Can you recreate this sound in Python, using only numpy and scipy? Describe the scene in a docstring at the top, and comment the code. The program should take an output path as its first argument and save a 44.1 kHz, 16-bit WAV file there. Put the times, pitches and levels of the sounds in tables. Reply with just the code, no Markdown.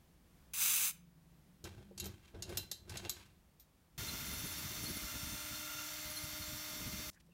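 """A tread-plate bench in a workshop, close up: work on a rusty iron tool, alike in both channels.
An aerosol can spits penetrating oil (combed droplet noise); gloved fingers twist a loose screw out
(shaped noise for thuds and grating, damped modes for the clinks in its hole).
A cordless drill bores the steel: tones locked to the motor, hiss, judder, squeaks and bench rumble;
it is cut in and out abruptly. Glove scuffs follow, over a quiet room tone."""
import sys
import numpy as np
from scipy import signal
from scipy.fft import rfft, irfft, next_fast_len
from scipy.io import wavfile
from scipy.ndimage import map_coordinates

SR = 44100
rng = np.random.default_rng(int(sys.argv[2]) if len(sys.argv) > 2 else 0)


def materialize(psi):
    """Save the field psi as 16-bit PCM at rate SR to the path in sys.argv[1].

    A 1-D psi becomes a single channel; in a 2-D psi each row is a channel.
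    """
    bounded = np.clip(np.atleast_2d(psi).T, -1, 1)
    quanta = np.round(bounded * 32767).astype(np.int16)
    wavfile.write(sys.argv[1], SR, quanta)


N = 323253

# "Relative" levels get a further trim in the source's function.
# Colours of noise. Each row: frequency in Hz, relative density in dB per Hz.
ROOM_TONE_COLOUR = [(15, -33.5), (25, -13.5), (59, -0.5), (116, -15.5), (152, -6.5), (199, -10.5),
                    (221, -13.5), (341, -16.5), (379, -22), (539, -22.5), (1110, -26.5), (1240, -28),
                    (7340, -36), (15600, -36)]
JET_COLOUR = [(300, -29), (550, -24.5), (800, -20.5), (1250, -14), (1850, -12.5), (2600, -5.5), (4500, -10),
              (5500, -9.5), (6100, -2.5), (6800, -5.5), (9000, -4), (12800, -6.5), (14800, -2), (15700, -4)]
THUD_COLOUR = [(15, -43), (25, -14.5), (86, 6.5), (124, -0.5), (156, -7), (193, -1), (263, -19.5),
               (352, -2.5), (400, -15.5), (520, -38), (880, -120)]
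KNOCK_COLOUR = [(150, -43), (250, -11), (316, -7), (352, 1.5), (386, -4.5), (615, -11), (670, -7),
                (747, -17), (814, -13), (1190, -30), (1500, -20), (1600, -21), (2080, -47.5), (3520, -120)]
SCRAPE_COLOUR = [(530, -32), (900, -7), (2000, -8.5), (2200, -4.5), (2540, -6.5), (2790, -6), (3630, -8.5),
                 (3990, -7), (4390, -10.5), (4770, -11), (15500, -23.5)]
CRACK_COLOUR = [(290, -44), (500, -19.5), (1880, -17), (3010, -13.5), (3850, -6.5), (4980, -6),
                (6640, -7.5), (9110, -10.5), (11100, -10.5), (12900, -14.5), (14400, -10.5), (15500, -25)]
WHIRR_COLOUR = [(300, -28), (600, -7.5), (1200, -0.5), (2300, 0.5), (3000, -0.5), (3500, 1.5), (3900, -3.5),
                (4800, -0.5), (6100, -0.5), (6900, -2.5), (8300, -5.5), (11000, -3.5), (13700, -2),
                (15600, -4.5)]
SHAKE_COLOUR = [(15, -40), (25, -16.5), (59, 5.5), (118, 2.5), (271, -3.5), (303, -9), (395, -14),
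                (530, -22.5), (600, -28.5), (700, -19.5), (910, -60), (1540, -120)]

# Room tone. Each row: time in s, level in dB.
FLOOR = [(0, -66), (1.6, -68), (3.8, -67.5), (7.33, -70.5)]
# Soft drone that comes and goes. Each row: start in s, end in s, level in dB.
DRONE = [(.25, 1.75, -67), (7.0, 7.6, -70)]
# Room tail. Each row: frequency in Hz, t60 in s.
ROOM_T60 = [(200, .35), (2000, .36), (7000, 0.26), (15000, 0.2)]
TOP_HZ = 15780

# Glove shifting on the workpiece. Each row: peak in s, centre in Hz, width in Hz, level in dB, half length in s.
SCUFFS = [(7.106, 9000, 14000, -67.5, 0.0096), (7.142, 5940, 5900, -70, 0.013),
          (7.163, 1700, 500, -71, 0.016), (7.207, 3000, 6000, -69, 0.005), (7.268, 5000, 7000, -76, 0.0052),
          (7.325, 2750, 200, -76, .012)]
# Oil jet. Each row: time in s, level in dB.
JET = [(0.535, -30), (0.543, -39), (0.551, -41), (0.619, -30.5), (0.885, -33), (0.915, -45.5)]

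# Frame bumping the bench. Each row: start in s, relative level in dB.
BUMPS = [(1.639, -40), (1.91, -39.5), (2.056, -43), (2.342, -38), (2.504, -33), (2.715, -44), (2.938, -44),
         (3.05, -35.5), (7.287, -54)]
# Bench modes. Each row: frequency in Hz, level in dB, t60 in s.
BENCH_MODES = [(86.5, -10.5, 0.12), (136, -11, 0.086), (193, -11.5, 0.11), (355, -5, 0.16),
               (450, -3.5, 0.068), (560, -4, 0.062), (798, -13, 0.046)]
# Steel modes. Each row: frequency in Hz, level in dB (clinks only), t60 in s.
STEEL_MODES = [(1520, -26, .13), (2180, -24, .1), (2750, -14, .19), (3128, -15, .15), (3460, -16, .1),
               (3770, -8, .1), (4058, -6, .18), (4650, -7, .05), (5300, -7, .06), (5920, -7, .05),
               (6475, -4, .06), (6780, 2, .035), (7180, -3, .05), (7843, -5, .05), (9650, -8, .05),
               (10260, -9, .045), (11440, 1, .05)]
WASHER_HZ = 14060
# Screw and washer touching the frame. 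Each row: start in s, level in dB, relative washer ring in dB,
# relative frame ring in dB, low-pass cut-off of the contact in Hz.
CLINKS = [(1.6407, -40, -30, 0, 15000), (1.911, -45.5, -40, -10, 1000), (1.977, -33.5, -40, -2, 11000),
          (1.9985, -30, -32, -1, 14000), (2.0413, -38.5, -10, -4, 13000), (2.0558, -36.5, -2, -2, 15000),
          (2.344, -37, -40, -8, 2000), (2.4225, -27, -25, -7.5, 10000), (2.492, -41.5, -25, -8, 15000),
          (2.5717, -18.5, -9, -3, 18000), (2.714, -23, -16, -5.5, 14000), (2.8944, -34.5, -20, -9, 11000),
          (2.9707, -26.5, -26, -8, 10000), (3.049, -22, -40, 0, 2200), (3.0945, -21.5, -8, -5, 14000),
          (3.597, -54, 7, -10, 14000)]
# Crack t60 at the hard level; it doubles for each such drop in level.
CRACK_T60_S, HARD_DB, CRACK_DOUBLES_DB = .036, -22, 16

# Fingers twisting the screw. Each row: peak in s, time to rise 20 dB in s, relative bench thud in dB,
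# relative frame knock in dB, relative thread scrape in dB.
TWISTS = [(1.652, .02, -48, -49, -54), (1.79, .06, -57, -58.5, -71), (2.055, .08, -43.5, -51.5, -55),
          (2.252, .06, -82, -88, -66), (2.348, .016, -51, -52, -71), (2.52, .11, -45.5, -49, -53),
          (2.59, .05, -55, -60, -75), (2.9, .03, -63, -63, -57.5), (2.955, .13, -47, -54.5, -55.5),
          (3.054, .05, -55, -50, -58), (3.17, .04, -60, -76, -61.5), (3.228, .05, -85, -90, -71)]
THUD_FALL_S, KNOCK_FALL_S, SCRAPE_FALL_S = .13, .1, .14  # time for 20 dB
SCRAPE_RISE_SHARE = .6  # the thread breaks loose late in the twist
GRIP_RELATIVE_DB = -73  # thudding of the gloves between twists

DRILL_ON_S, DRILL_OFF_S = 3.978, 7.102
# Motor speed. Each row: time in s, turns per second.
SPEED = [(3.98, 302.7), (4.42, 303), (4.8, 304.9), (4.98, 305), (5.14, 302.8), (5.38, 302.3), (5.55, 303.2),
         (5.81, 302.6), (6.02, 304.8), (7.1, 305.2)]
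GEAR_RATIO = 19.3  # motor turns per turn of the bit
# Motor and gear tones. Each row: multiple of the motor speed, relative level in dB running light,
# dB added under full load.
ORDERS = [(1, -61, 0), (2, -62.5, -2), (2.19, -74, 0), (3, -73, 3), (4, -67, -5), (6.87, -63, -4),
          (9, -75, 8), (10.26, -73, 0), (11.39, -69, 1), (11.55, -68, 2), (12, -61, 2), (13.89, -68, 1),
          (15, -60, -5), (18, -59, -2), (19, -66, -1), (19.85, -68, -2), (20.53, -67, 1), (21, -64, 1),
          (22, -73, 4), (23, -72, 0), (24, -62, 2), (25, -67, -3), (27, -75, 7)]
SWITCH_HZ = 6585
# Speed controller's sidebands. Each row: multiple of the motor speed above the switching frequency,
# relative level in dB running light, dB added under full load.
SIDEBANDS = [(15, -67, -3), (18, -67, -4), (21, -69, -1), (24, -68, 0), (27, -69, 1), (28, -72, 0)]
HUM_FULL_S, HUM_GROWS_DB_PER_S = 5.6, 4.5  # the low hum builds up until then

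CUT_DB, CUT_EASES_DB_PER_S = -44.7, .5  # hiss eases as the hole deepens
# Housing and bit resonances. Each row: frequency in Hz, width in Hz, dB relative to the cutting level.
HOUSING = [(2098, 170, -18), (4214, 260, -15.5), (5980, 450, -14), (13650, 870, -13.5)]

# Judder rates, as multiples of the motor speed.
CHATTER_ORDERS = [4.53, 4.68]
CHATTER_DB, CHATTER_LOAD_DB = -67, 7  # running light; added under full load
BIND_S, BIND_HALF_S, BIND_DB = 5.73, .13, 7  # the bit binds once and judders harder

# Rough cutting that shakes the bench. Each row: start in s, end in s, relative level in dB.
ROUGH_CUTS = [(3.94, 4.53, -49.5), (4.49, 4.8, -53), (4.76, 5.0, -49), (4.96, 5.42, -54),
              (6.68, 7.13, -53.5)]
SMOOTH_CUT_RELATIVE_DB = -61.5  # shaking between the spells
# Bit catching and jolting the bench. Each row: peak in s, relative level in dB.
JOLTS = [(3.995, -42), (4.335, -46), (4.44, -43), (4.645, -41), (4.91, -44), (5.225, -44.5), (5.268, -46),
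         (5.326, -44), (5.51, -46), (6.06, -50), (6.24, -46), (6.33, -53), (6.404, -47), (6.482, -52),
         (6.532, -48), (6.74, -49), (6.818, -45), (6.866, -42.5), (6.942, -48), (7.072, -47)]
JOLT_RISE_S, JOLT_FALL_S, JOLT_DULL_HZ = .012, .06, 260  # times for 20 dB; duller than the rumble

# Cutting edge sticking. Each row: peak in s, frequency in Hz, level in dB, half length in s.
SQUEAKS = [(4.093, 4120, -44.5, 0.0081), (4.866, 4320, -44.5, .008), (5.558, 4260, -51, .009),
           (6.174, 4250, -44.5, 0.0081), (6.428, 4320, -51, .008)]
# Swarf curl rasping in the flute. Each row: start in s, end in s, relative level in dB.
RASPS = [(4.26, 4.62, -50), (4.79, 5.01, -51), (6.04, 6.26, -53)]


def amp(db):
    """Decibels to gain."""
    return 10 ** (np.asarray(db) / 20)


def unit(x):
    """Scale to rms 1."""
    return x / np.sqrt(np.mean(x ** 2) + 1e-20)


def clock():
    """Time of every sample, s."""
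    return np.arange(N) / SR


def along(points, hz):
    """(Hz, value) points read on a log axis."""
    f, v = np.transpose(points)
    return np.interp(np.log(hz + 1), np.log(f + 1), v)


def curves(rows):
    """One value per sample for each column after the time."""
    s, *cols = np.transpose(rows)
    return [np.interp(clock(), s, c) for c in cols]


def gate(start_s, stop_s, edge_s):
    """One between two times, with straight edges."""
    return np.clip((clock() - start_s) / edge_s, 0, 1) * np.clip((stop_s - clock()) / edge_s, 0, 1)


def swell(peak_s, half_s):
    """Gaussian bump in time."""
    return np.exp(-.5 * ((clock() - peak_s) / half_s) ** 2)


def stroke(peak_s, rise_s, fall_s):
    """Exponential peak; rise and fall are the times for 20 dB."""
    t = clock() - peak_s
    return amp(-20 * np.maximum(-t / rise_s, t / fall_s))


def spells(rows, edge_s):
    """Gain of (start, end, dB) stretches with straight edges."""
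    return sum(amp(db) * gate(start, stop, edge_s) for start, stop, db in rows)


def wobble(rate_hz):
    """Smooth random curve, rate_hz knots a second."""
    knots = rng.standard_normal(int(N * rate_hz / SR) + 4)
    return map_coordinates(knots, [clock() * rate_hz])


def filtered(x, response):
    """x through a response of frequency."""
    m = next_fast_len(len(x) + 8192)
    return irfft(rfft(x, m) * response(np.fft.rfftfreq(m, 1 / SR)), m)[:len(x)]


def coloured(x, spectrum):
    """x with a (Hz, dB) colour, at rms 1."""
    return unit(filtered(x, lambda f: amp(along(spectrum, f))))


def hiss():
    """White noise."""
    return rng.standard_normal(N)


def narrow(hz, width_hz):
    """Noise in one steep resonance, at rms 1."""
    def response(f):
        damping = 1j * f * width_hz
        return (damping / (hz * hz - f * f + damping)) ** 2
    return unit(filtered(hiss(), response))


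def grains(rate_hz, spread_db):
    """Random tiny impacts of uneven size, at rms 1."""
    hits = rng.random(N) < rate_hz / SR
    return unit(hits * np.sign(hiss()) * amp(spread_db * np.clip(hiss(), -2, 2)))


def ring(modes, t, scatter_db):
    """Damped modes, with random sign and scattered strength each call."""
    out = 0
    for hz, db, t60 in modes:
        level = amp(db + scatter_db * rng.normal() - 60 * t / t60)
        out = out + level * np.sin(2 * np.pi * hz * t) * rng.choice([-1, 1])
    return out


def add(track, s, sound):
    """Mix a sound in at a time."""
    part = track[round(s * SR):][:len(sound)]
    part += sound[:len(part)]


def room_tone():
    """Low rumble and faint hiss as coloured noise, plus a soft narrow-band drone."""
    floor = amp(curves(FLOOR)[0] + .8 * wobble(5.3)) * coloured(hiss(), ROOM_TONE_COLOUR)
    return floor + spells(DRONE, edge_s=.25) * narrow(163.7, 45)


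def room(x):
    """The workshop's short tail: decaying noise after 5 ms, treble dying first."""
    hz, t, z = signal.stft(rng.standard_normal(SR // 2), SR, nperseg=256)
    decay = amp(-60 * t / along(ROOM_T60, hz)[:, None])
    tail = signal.istft(z * decay, SR, nperseg=256)[1]
    response = np.pad(tail / np.linalg.norm(tail), (SR // 200, 0))
    return signal.fftconvolve(x, response)[:N]


def scuffs():
    """Soft rubs of the glove once the drill is still: bumps of unsteady band noise."""
    rubs = sum(amp(db) * swell(s, half) * narrow(hz, width) for s, hz, width, db, half in SCUFFS)
    return amp(2.5 * wobble(150)) * rubs


def groan(groan_db=-61.5):
    """A low resonance sounds while the screw takes its first turn."""
    return amp(groan_db) * gate(1.77, 2.16, 0.028) * narrow(192, 18)


def bumps(trim_db=-10, attack_s=0.0017):
    """Dull knocks of the frame excite the damped modes of the bench."""
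    out, t = np.zeros(N), clock()[:SR // 2]
    for s, db in BUMPS:
        knock = ring(BENCH_MODES, t, scatter_db=2) * (1 - np.exp(-t / attack_s))
        add(out, s, amp(db + trim_db) * knock)
    return out


def spray(echo_s=0.000802, echo_share=0.35):
    """Droplets burst from the nozzle; the nearby steel reflects the hiss and combs it."""
    drops = grains(rate_hz=3200, spread_db=2.5) + 0.64 * hiss()
    combed = filtered(drops, lambda f: 1 + echo_share * np.exp(-f / 16000 - 2j * np.pi * f * echo_s))
    sputter = amp(0.51 * wobble(130))
    level = amp(curves(JET)[0]) * gate(0.5342, .918, 0.0057)
    return level * sputter * coloured(combed, JET_COLOUR)


def handling(thud_trim_db=-2, knock_trim_db=-3, scrape_trim_db=-0.7, sing_trim_db=-8):
    """Gloves jostle the frame on the bench while the rusty thread grates and makes the steel sing."""
    thud = amp(GRIP_RELATIVE_DB) + sum(amp(db) * stroke(s, rise, THUD_FALL_S) for s, rise, db, _, _ in TWISTS)
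    knock = sum(amp(db) * stroke(s, rise, KNOCK_FALL_S) for s, rise, _, db, _ in TWISTS)
    scrape = sum(amp(db) * stroke(s, rise * SCRAPE_RISE_SHARE, SCRAPE_FALL_S)
                 for s, rise, _, _, db in TWISTS)
    grit = (grains(rate_hz=1200, spread_db=3) + .8 * hiss()) * amp(2.6 * wobble(120))
    # scraped steel: same modes, levels falling 1 dB per 800 Hz
    scraped_modes = [(hz, -hz / 800, t60) for hz, _, t60 in STEEL_MODES]
    steel_response = ring(scraped_modes, clock()[:SR // 3], scatter_db=3)
    singing = unit(signal.fftconvolve(grit, steel_response)[:N])
    grating = amp(scrape_trim_db) * coloured(grit, SCRAPE_COLOUR) + amp(sing_trim_db) * singing
    body = amp(thud_trim_db) * thud * coloured(hiss(), THUD_COLOUR)
    body += amp(knock_trim_db) * knock * coloured(grit, KNOCK_COLOUR)
    return gate(1.636, 3.4, 0.005) * (body + scrape * grating)


def clinks(ring_trim_db=-13, crack_db=-9, washer_trim_db=-9, washer_t60_s=0.13, attack_s=0.00096, rattle=0.48):
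    """Each contact cracks, rings the frame and sets the small washer singing; loose parts rattle."""
    out, t = np.zeros(N), clock()[:SR // 2]

    def loose():
        return 1 + rattle * np.interp(t, np.arange(200) / 400, rng.standard_normal(200))

    for s, db, sing_db, frame_db, soft_hz in CLINKS:
        crack_t60_s = CRACK_T60_S * 2 ** ((HARD_DB - db) / CRACK_DOUBLES_DB)
        crack = coloured(rng.standard_normal(len(t)), CRACK_COLOUR) * amp(crack_db - 60 * t / crack_t60_s)
        steel = amp(ring_trim_db + frame_db) * ring(STEEL_MODES, t, scatter_db=2.5) * loose()
        b, a = signal.butter(2, min(soft_hz / SR, .49), fs=1)
        blow = signal.lfilter(b, a, crack + steel)
        washer = amp(sing_db + washer_trim_db - 60 * t / washer_t60_s)
        washer = washer * np.sin(2 * np.pi * WASHER_HZ * t) * loose()
        add(out, s, amp(db) * (blow + washer) * (1 - np.exp(-t / attack_s)))
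    return out


def load():
    """Load on the drill, 0 to 1, read from the speed: the harder the bit bites, the slower the motor."""
    speed = curves(SPEED)[0]
    return (speed.max() - speed) / np.ptp(speed)


def bite(turns):
    """Swings between -1 and 1 once a turn of the bit."""
    return np.cos(2 * np.pi * turns / GEAR_RATIO)


def motor(turns, trim_db=-0.38, flutter_db=1.9, jitter_rad=0.25, buzz_relative_db=-76):
    """Commutator, gears and speed controller whine in step with the shaft; load shifts their balance."""
    running = slice(round(DRILL_ON_S * SR), round(DRILL_OFF_S * SR))
    t, turns, strain = clock()[running], turns[running], load()[running]
    hum_db = HUM_GROWS_DB_PER_S * np.minimum(t - HUM_FULL_S, 0)
    lines = [(k * turns, db + more * strain + hum_db * (k <= 2)) for k, db, more in ORDERS]
    lines += [(SWITCH_HZ * t + k * turns, db + more * strain) for k, db, more in SIDEBANDS]
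    # the brushes add a faint buzz of high harmonics
    lines += [(k * turns, buzz_relative_db + 2 * rng.normal()) for k in range(29, 51)]
    knots = np.linspace(DRILL_ON_S, DRILL_OFF_S, 90)

    def waver():
        return np.interp(t, knots, rng.standard_normal(len(knots)))

    out = np.zeros(N)
    for cycles, db in lines:
        level = np.sqrt(2) * amp(db + trim_db + flutter_db * waver())
        out[running] += level * np.sin(2 * np.pi * cycles + jitter_rad * waver())
    return out


def cutting(turns, whirr_db=-2, pulse=0.057, sway=0.04):
    """Brushes and cutting edges hiss through the housing; the whirr pulses with motor and bit."""
    throb = 1 + pulse * np.cos(2 * np.pi * turns) + .12 * np.cos(6 * np.pi * turns)
    throb *= 1 + sway * bite(turns)
    noise = hiss() + 0.77 * grains(rate_hz=2200, spread_db=3)
    whirr = amp(whirr_db) * coloured(throb * noise, WHIRR_COLOUR)
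    housing = sum(amp(db + 1.2 * wobble(12)) * narrow(hz, width) for hz, width, db in HOUSING)
    return amp(CUT_DB - CUT_EASES_DB_PER_S * (clock() - DRILL_ON_S)) * (whirr + housing)


def shaking(turns, shake_trim_db=-1, jolt_trim_db=-1, lurch_db=4, clatter_trim_db=-12,
            clatter_hz=345, clatter_width_hz=210, clatter_swing_db=7):
    """Rough cutting rumbles the bench and clatters the frame, lurching with the bit; catches thump."""
    rough = spells(ROUGH_CUTS, edge_s=.05)
    lurch = (bite(turns) + wobble(35)) / np.sqrt(2)
    strength = np.hypot(amp(SMOOTH_CUT_RELATIVE_DB), rough * unit(amp(lurch_db * lurch)))
    rumble = unit(coloured(hiss(), SHAKE_COLOUR) * amp(2 * wobble(60)))
    clatter_swing = amp(clatter_swing_db * np.clip(lurch, -2, 1.5))
    clatter = unit(narrow(clatter_hz, clatter_width_hz) * clatter_swing)
    jolts = sum(amp(db) * stroke(s, JOLT_RISE_S, JOLT_FALL_S) for s, db in JOLTS)
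    dull = filtered(hiss(), lambda f: 1 / np.hypot(1, (f / JOLT_DULL_HZ) ** 2))
    thump = coloured(dull, SHAKE_COLOUR)
    out = amp(shake_trim_db) * strength * rumble
    out += amp(clatter_trim_db) * rough * clatter
    return out + amp(jolt_trim_db) * jolts * thump


def chatter(turns, flutter_db=4.5, noisy=0.6, overtone=0.55):
    """Judder at two close, beating rates, driven by load and bite; hitting the hole's wall adds an octave."""
    judder = sum(np.sin(2 * np.pi * k * turns + 0.27 * wobble(30)) for k in CHATTER_ORDERS)
    judder = unit(judder + noisy * narrow(1378, 120))
    octave = coloured(judder ** 2, [(1500, -60), (2400, 0)])  # squaring doubles the frequency
    bound = swell(BIND_S, BIND_HALF_S)
    level_db = CHATTER_DB + CHATTER_LOAD_DB * load() + BIND_DB * bound
    level_db += flutter_db * (1 - bound) * bite(turns)
    return amp(level_db) * (judder + overtone * octave)


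def squeaks(turns, rasp_dip_db=7, rub_db=-58, rough_rad=0.71):
    """The bit grabs and squeaks; swarf rasps far higher once a turn; the flanks rub at the deepest bite."""
    unsteady = rough_rad * wobble(300)
    tones = 0
    for s, hz, db, half in SQUEAKS:
        tone = np.sqrt(2) * np.sin(2 * np.pi * hz * clock() + unsteady)
        tones = tones + amp(db) * swell(s, half) * tone
    rasp = amp(rasp_dip_db * (bite(turns) - 1) + 2 * wobble(16))
    swarf = narrow(10630, 1000) * spells(RASPS, edge_s=.02) * rasp
    rub = amp(rub_db) * swell(5.34, 0.17) * narrow(8900, 1016)
    return tones + swarf + rub


def drill():
    """All drill sounds share one shaft angle: the speed curve plus a slight random wander, integrated."""
    turns = np.cumsum(curves(SPEED)[0] + .06 * wobble(16)) / SR
    sound = motor(turns) + cutting(turns) + shaking(turns) + chatter(turns) + squeaks(turns)
    return gate(DRILL_ON_S, DRILL_OFF_S, 0.0016) * sound


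def scene():
    """All sources, alike in both channels; only jet and clinks excite the room tail."""
    jet, steel = spray(), clinks()
    screw = steel + amp(-10) * room(steel) + handling() + groan() + bumps()
    mono = room_tone() + scuffs() + jet + amp(-15) * room(jet) + screw + drill()
    return np.array([mono, mono])


def record(dry):
    """Band limit: nothing passes at or above TOP_HZ."""
    return np.array([filtered(channel, lambda f: f < TOP_HZ) for channel in dry])


dry = scene()
out = record(dry)
materialize(out)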